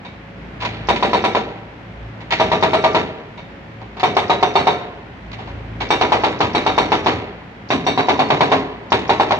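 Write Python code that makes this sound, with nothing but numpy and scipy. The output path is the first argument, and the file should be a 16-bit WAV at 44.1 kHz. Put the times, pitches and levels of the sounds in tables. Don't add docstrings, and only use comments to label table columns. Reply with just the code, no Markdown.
import sys
import numpy as np
from scipy import signal
from scipy.fft import rfft, irfft, next_fast_len
from scipy.io import wavfile
from scipy.ndimage import uniform_filter1d

SR = 44100
rng = np.random.default_rng(int(sys.argv[2]) if len(sys.argv) > 2 else 0)


def output_pcm(signal):
    pcm = np.clip(np.atleast_2d(signal).T, -1, 1) * 32767
    wavfile.write(sys.argv[1], SR, np.round(pcm).astype(np.int16))


N = 414099

# time_s, strength_db, looseness (0 chisel seated firmly, 1 skating on the crust), ring_db
BLOWS = [(.887, -10, 0.68, -3), (1.026, -12, 0.62, -4.5), (1.132, -13.5, 0.36, -3.5),
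         (1.24, -13, 0.51, -1.5), (1.349, -15, 0.29, -11), (2.399, -11.5, 0.6, -5.5),
         (2.517, -12.5, .55, -4), (2.626, -9.5, 0.66, -6), (2.733, -13, 0.45, -2), (2.84, -12.5, 0.3, -8),
         (2.947, -10, 0.68, -7.5), (4.031, -12, 0.45, -2.5), (4.167, -11, 0.52, -6.5),
         (4.297, -12, 0.34, -5), (4.427, -13, 0.27, -5.5), (4.555, -12, 0.3, -2.5), (4.67, -14, 0.18, -2.5),
         (5.905, -10, .65, 1.5), (6.012, -11.5, 0.51, -5.5), (6.12, -13, 0.18, -12), (6.236, -11, 0.65, -6),
         (6.405, -10, 0.81, -7.5), (6.549, -11.5, 0.77, 1.5), (6.664, -13.5, 0.38, -2.5),
         (6.779, -11, 0.46, -3.5), (6.919, -11, 0.61, -6), (7.061, -9, 0.83, -6.5), (7.704, -9, 0.99, -2),
         (7.866, -13, 0.66, 3.5), (7.976, -15, .15, -4.5), (8.085, -13, 0.11, -8.5),
         (8.192, -14.5, 0.1, -9), (8.303, -12.5, 0.2, -11), (8.407, -12, 0.21, -8.5),
         (8.517, -13, 0.065, -10), (8.92, -8, 0.91, -5.5), (9.094, -11, 0.55, -7), (9.198, -15, .05, -10.5),
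         (9.308, -14.5, 0.2, -12)]
# time_s, strength_db, contact (0 rubble, 1 steel on steel), ring_db
KNOCKS = [(.048, -40.5, 0.47, 14), (.603, -38, 0.89, 9), (.62, -29, 0.51, -5), (.649, -29, 0.83, -9),
          (.96, -33, 1, 10), (2.205, -44, 0.64, 4), (2.307, -31, 1, 15), (2.322, -23, 0.86, 6),
          (3.376, -42, 0.51, 14.5), (3.812, -41.5, .05, -14), (3.968, -38, 0.35, 7.5),
          (3.997, -33, 0.75, -1), (5.315, -49.5, 1, 2), (5.331, -43.5, 1, 11), (5.388, -37, 0.16, -6),
          (5.472, -39.5, 0.2, -8), (5.804, -26.5, 0.54, 6)]
# gain_db, thud_db, clatter_db, decay_factor
BLOW_VOICE = [(2, -8.5, -0.5, 0.9), (-9, 6.5, 6.5, 0.86)]
# gain_db, thud_db, clatter_db, decay_factor
KNOCK_VOICE = [(-1.5, 5.5, -0.5, 1), (-6, 1, 18, 0.36)]
# [(pitch_hz, level_db)]
SPOTS = [(0, [(215, 2), (339, 2), (463, 5), (581, 6), (775, 5), (964, 6), (1200, 0), (1330, 4)]),
         (2, [(183, 3), (420, 7), (484, 4), (635, 7), (759, 2), (958, 5), (1184, 5), (1340, 4)]),
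         (3.6, [(151, 1), (415, 6), (576, 2), (727, 7), (931, 6), (1050, 5), (1238, 5), (1346, 2)]),
         (5.2, [(436, 4), (598, 2), (754, 3), (872, 2), (974, 5), (1120, 1), (1244, 3), (1351, 2)]),
         (7.5, [(151, 5), (264, 8), (409, 5), (619, 1), (727, 4), (980, 5), (1071, 5), (1184, 2)]),
         (8.8, [(388, 3), (458, 2), (619, 4), (759, 3), (840, 3), (931, 7), (1093, 4), (1314, 3)])]
# pitch_hz, level_db
SINGING = [(4000, -31), (3570, -46), (3840, -26.5), (3630, -28), (4480, -29.5), (3320, -32)]
# freq_hz, level_db (per Hz)
BODY = [(35, -39.5), (55, -34), (80, -1), (150, -4), (400, 2.5), (520, -2), (800, 4.5), (1020, 1),
        (1250, -7), (1500, -9), (2200, -8), (4300, -16.5), (5000, -25), (7000, -35.5), (9200, -71.5),
        (15000, -60)]
# freq_hz, rise_s, t60_s (before decay_factor), yard_db, yard_t60_s
SHAKE = [(90, 0.0079, 0.99, -16, 0.49), (340, 0.027, 0.38, -9.5, 1), (900, 0.0012, 0.21, -17, 1),
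         (1900, 0.0062, 0.32, -10.5, 0.87), (4470, 0.0027, 0.25, -11, 0.66),
         (12000, 0.0015, 0.59, -9, 0.36)]
# freq_hz, correlation
REPEAT = [(80, .6), (300, .86), (1000, .86), (2500, .6), (6000, .3)]
# pitch_hz, level_db
STEEL = [(1541, -21.5), (2270, -0.5), (2774, -9), (3250, -22.5), (3645, -2.5), (3685, -1), (3875, -1),
         (4375, -4.5), (5405, -29), (5720, -13), (5900, -13.5), (7890, -29), (8140, -39), (8400, -33.5),
         (10140, -45.5), (10280, -42), (12380, -51), (12650, -45), (14700, -47), (14950, -41.5)]
# freq_hz, correlation
HAMMER_SAME = [(90, 1), (170, .98), (260, .8), (500, .9), (1000, .56), (2000, .74), (4000, .46),
               (12000, .4)]
# freq_hz, correlation
ENGINE_SAME = [(75, 1), (170, .97), (290, .76), (640, .55), (1400, 0), (7000, 0)]
# freq_hz, lean_db
LEAN = [(80, 0), (250, .8), (500, -1.1), (1000, 1.8), (2000, -1), (4000, -2), (8000, -.8), (12000, 2.5)]
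# start_s, length_s, load_db
PUSHES = [(0.312, 0.6, 14), (1.7, 0.96, 5.5), (3.3, .28, 2.5), (5.15, 0.69, 10.5), (6.4, 0.68, 5.5),
          (8.82, 0.58, 9.5)]
# multiple of crank speed, level_db
ORDERS = [(2, -2), (3, -5.5), (4, 0), (6, -10), (7, -31), (8, -21)]
# freq_hz, level_db (per Hz)
DRONE = [(22, -33.5), (40, -13), (70, -8), (130, -2), (185, 0.5), (300, -5), (480, -10.5), (800, -10),
         (1150, -14.5), (2000, -13.5), (3200, -23), (6800, -43.5), (9000, -57.5), (15500, -60.5)]

SIZE = 2 ** 15
BINS_HZ, TIME_S = np.fft.rfftfreq(SIZE, 1 / SR), np.arange(SIZE) / SR
SPOT_WIDTH_HZ = 34.7
MODE_MIN_WIDTH_HZ, MODE_MAX_Q = 34, 130
MODE_SPREAD_DB, MODE_DRIFT_SHARE = 3, .0015
LOAD_RISE_S, LOAD_RELEASE_S = .32, .07
FIRINGS_HZ, HUNT_RMS_HZ, SAG_HZ = 55.37, .3, 1.3
STROKE_S, OIL_LAG_S = 0.1056, 0.1
EXHAUST_UNLOADED_DB = -45
PUMP_REST_DB, PUMP_DB_PER_LOAD_DB, PUMP_HAMMER_DB = -1.5, 0.45, 2.5
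BAND_EDGE_HZ = 15600


def amp(db):
    return 10 ** (np.asarray(db) / 20)


def unit(x):
    return x / np.sqrt(np.mean(x ** 2) + 1e-20)


def read(points, hz, column=1):
    table = np.transpose(points)
    return np.interp(np.log(hz + 1), np.log(table[0] + 1), table[column])


def add(mix, time_s, sound):
    part = mix[:, max(round(time_s * SR), 0):][:, :sound.shape[1]]
    part += sound[:, :part.shape[1]]


def causal(db):
    cepstrum = irfft(np.log(amp(db)))
    cepstrum[1:SIZE // 2] *= 2
    cepstrum[SIZE // 2 + 1:] = 0
    return np.exp(rfft(cepstrum))


def pair(spectra, same):
    same = np.clip(same, -1, 1)
    mid = spectra[0] * np.sqrt((1 + same) / 2)
    side = spectra[1] * np.sqrt((1 - same) / 2)
    return np.array([mid + side, mid - side])


def wander(smooth_samples):
    once = uniform_filter1d(rng.standard_normal(N), smooth_samples)
    return unit(uniform_filter1d(once, smooth_samples))


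def hammering(patterns):
    return strikes(voiced(BLOWS, BLOW_VOICE), patterns, crack_db=-6, body_db=35.5, steel_db=-6,
                   rail_db=-9.0, dull_db_per_khz=0.0)


def clanking(patterns):
    return strikes(voiced(KNOCKS, KNOCK_VOICE), patterns, crack_db=-17.0, body_db=39.5, steel_db=-9.0,
                   rail_db=-24, dull_db_per_khz=-4.5)


def voiced(events, voice):
    first, last = np.array(voice)
    rows = []
    for time_s, strength_db, blend, ring_db in events:
        mixed = first + (last - first) * np.clip(blend, 0, 1)
        gain_db, thud_db, clatter_db, decay_factor = mixed
        rows.append((time_s, strength_db + gain_db, thud_db, clatter_db, ring_db, decay_factor))
    return rows


def strikes(rows, patterns, crack_db, body_db, steel_db, rail_db, dull_db_per_khz,
            contact_hz=1700, lag_s=0.00014):
    out = np.zeros((2, N))
    highpass = 1j * BINS_HZ / (1j * BINS_HZ + 300)
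    push = amp(crack_db) / (1 + 1j * BINS_HZ / contact_hz) ** 2 * highpass
    bass = 1 / (1 + (BINS_HZ / 330) ** 4)
    treble = 1 - 1 / (1 + (BINS_HZ / 1300) ** 4)
    delays = np.array([np.exp(-2j * np.pi * BINS_HZ * lag_s), np.ones(len(BINS_HZ))])
    ports = delays * amp(read(LEAN, BINS_HZ) * np.array([[.5], [-.5]]))
    body_colour_db = read(BODY, BINS_HZ)
    colours_db = [
        body_colour_db + sum(db * np.exp(-((BINS_HZ - hz) / SPOT_WIDTH_HZ) ** 2) for hz, db in modes)
        for _, modes in SPOTS]
    rails = [peaks(modes, width_hz=3.4) for _, modes in SPOTS]
    fade = np.minimum(1, np.linspace(10, 0, SIZE)) ** 2
    for time_s, force_db, thud_db, clatter_db, ring_db, decay_factor in rows:
        spot = sum(time_s >= start_s for start_s, _ in SPOTS) - 1
        colour_rms = np.sqrt(np.mean(amp(colours_db[spot]) ** 2))
        colour = causal(colours_db[spot] + thud_db * bass + clatter_db * treble) / colour_rms
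        shaking = pair(shake(patterns[spot], decay_factor), read(HAMMER_SAME, BINS_HZ))
        waves = shaking + push * (1 + rebounds())
        sound = amp(body_db) * irfft(waves * colour * ports)
        modes = []
        for hz, db in STEEL:
            pitch_hz = hz * (1 + MODE_DRIFT_SHARE * rng.standard_normal())
            level_db = db + dull_db_per_khz * hz / 1000 + MODE_SPREAD_DB * rng.standard_normal()
            modes.append((pitch_hz, level_db))
        chisel = peaks(modes, np.maximum(MODE_MIN_WIDTH_HZ, BINS_HZ / MODE_MAX_Q))
        singing = peaks([SINGING[spot]], width_hz=12)
        sound += amp(steel_db + ring_db) * ring(chisel, t60_s=0.35, rise_s=0.0017)
        sound += amp(SINGING[spot][1] + ring_db) * ring(singing, t60_s=0.87, rise_s=0.0047)
        sound += amp(rail_db) * ring(rails[spot], t60_s=0.58, rise_s=0.0028)
        add(out, time_s, amp(force_db) * sound * fade)
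    return out


def scatter():
    return signal.stft(rng.standard_normal((2, SIZE)), nperseg=256)[2]


def shake(pattern, decay_factor):
    hz = np.fft.rfftfreq(256, 1 / SR)[:, None]
    t = np.arange(pattern.shape[2]) * 128 / SR
    rise_s = np.maximum(read(SHAKE, hz, column=1), 1e-4)
    t60_s = read(SHAKE, hz, column=2) * max(decay_factor, .2)
    near = (1 - np.exp(-(t + 0.0026) / rise_s)) * amp(-60 * t / t60_s)
    yard_db = read(SHAKE, hz, column=3) - 60 * t / read(SHAKE, hz, column=4)
    yard = (1 - np.exp(-t / 0.062)) * amp(yard_db)
    envelope = np.hypot(near, yard)
    envelope /= np.linalg.norm(envelope, axis=1, keepdims=True)
    envelope *= amp(2.8 * rng.standard_normal(len(t)) * hz / (hz + 1200))
    same = read(REPEAT, hz)
    blended = same * pattern + np.sqrt(1 - same ** 2) * scatter()
    x = signal.istft(blended * envelope, nperseg=256)[1]
    return rfft(unit(x[:, :SIZE]) / np.sqrt(SIZE))


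def rebounds(step_db=-3, delay_s=.0105, count=3):
    times_s = np.cumsum(delay_s * np.exp(0.2056 * rng.standard_normal(count)))
    return sum(amp(step_db * (k + 1.5)) * np.exp(-2j * np.pi * BINS_HZ * s)
               for k, s in enumerate(times_s))


def peaks(modes, width_hz):
    return sum(amp(db) / (1 + (2 * (BINS_HZ - hz) / width_hz) ** 2) for hz, db in modes)


def ring(spectrum, t60_s, rise_s):
    noise = rfft(rng.standard_normal((2, SIZE)))
    paths = pair(noise * spectrum, read(HAMMER_SAME, BINS_HZ))
    return unit(irfft(paths)) * (1 - np.exp(-TIME_S / rise_s)) * amp(-60 * TIME_S / t60_s)


def valve(level_db=-28.5, lead_s=0.016, decay_s=0.017, centre_hz=5000, width_hz=1400):
    out = np.zeros((2, N))
    band = causal(-np.minimum(9 * ((BINS_HZ - centre_hz) / width_hz) ** 2, 70))
    band_rms = np.sqrt(np.mean(abs(band) ** 2))
    for time_s, strength_db, *_ in BLOWS:
        spurt = rng.standard_normal((2, SIZE)) * np.exp(-TIME_S / decay_s)
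        add(out, time_s - lead_s, amp(strength_db + level_db) * irfft(rfft(spurt) * band) / band_rms)
    return out


def engine_state():
    t = np.arange(N) / SR
    load_db = np.zeros(N)
    for start_s, length_s, push_db in PUSHES:
        rise = 1 - np.exp(-np.clip(t - start_s, 0, length_s) / LOAD_RISE_S)
        release = np.exp(-np.maximum(t - start_s - length_s, 0) / LOAD_RELEASE_S)
        load_db += push_db * rise * release
    flowing = np.any([(t > s - STROKE_S) & (t < s) for s, *_ in BLOWS], axis=0)
    keep = np.exp(-1 / (OIL_LAG_S * SR))
    draw = signal.lfilter([1 - keep], [1, -keep], flowing.astype(float))
    firings_hz = FIRINGS_HZ - SAG_HZ * draw + HUNT_RMS_HZ * wander(12000)
    strain_db = PUMP_REST_DB + PUMP_DB_PER_LOAD_DB * load_db + PUMP_HAMMER_DB * draw
    return firings_hz, load_db, strain_db


def exhaust(firings_hz, load_db):
    turns = np.cumsum(firings_hz / 2) / SR
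    out = np.zeros(N)
    for order, db in ORDERS:
        waver_rms_db = 1.4 * (3.5 - 1 / order)
        level = amp(db + waver_rms_db * wander(5000))
        out += level * np.sin(2 * np.pi * (round(order) * turns + rng.random()))
    return out * amp(EXHAUST_UNLOADED_DB + load_db)


def drone(firings_hz, strain_db, level_db=-36.5, pulse_depth=0.084, treble_share=0.51):
    size = next_fast_len(N)
    hz = np.fft.rfftfreq(size, 1 / SR)
    noise = rfft(rng.standard_normal((2, size)))
    spectrum = pair(noise, read(ENGINE_SAME, hz)) * amp(read(DRONE, hz))
    whole = irfft(spectrum, size)[:, :N]
    low = irfft(spectrum / (1 + (hz / 900) ** 2), size)[:, :N]
    firing = 1 + pulse_depth * np.cos(2 * np.pi * np.cumsum(firings_hz) / SR)
    strained = low * amp(strain_db) + (whole - low) * amp(treble_share * strain_db)
    return amp(level_db) / whole.std() * firing * strained


def whine(level_db=-53, centre_hz=550, width_hz=4):
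    size = next_fast_len(N)
    line = 1 / (1 + ((np.fft.rfftfreq(size, 1 / SR) - centre_hz) / width_hz) ** 2)
    return amp(level_db) * unit(irfft(rfft(rng.standard_normal(size)) * line, size)[:N])


def scene():
    patterns = [scatter() for _ in SPOTS]
    breaker = hammering(patterns) + clanking(patterns) + valve()
    firings_hz, load_db, strain_db = engine_state()
    engine = exhaust(firings_hz, load_db) + drone(firings_hz, strain_db)
    return breaker + engine + whine()


def record(dry):
    rounded = dry / (1 + (dry / .95) ** 6) ** (1 / 6)
    lowpass = signal.firwin(401, BAND_EDGE_HZ, window=("kaiser", 9), fs=SR)
    return signal.oaconvolve(rounded, lowpass[None], "same")


dry = scene()
out = record(dry)
output_pcm(out)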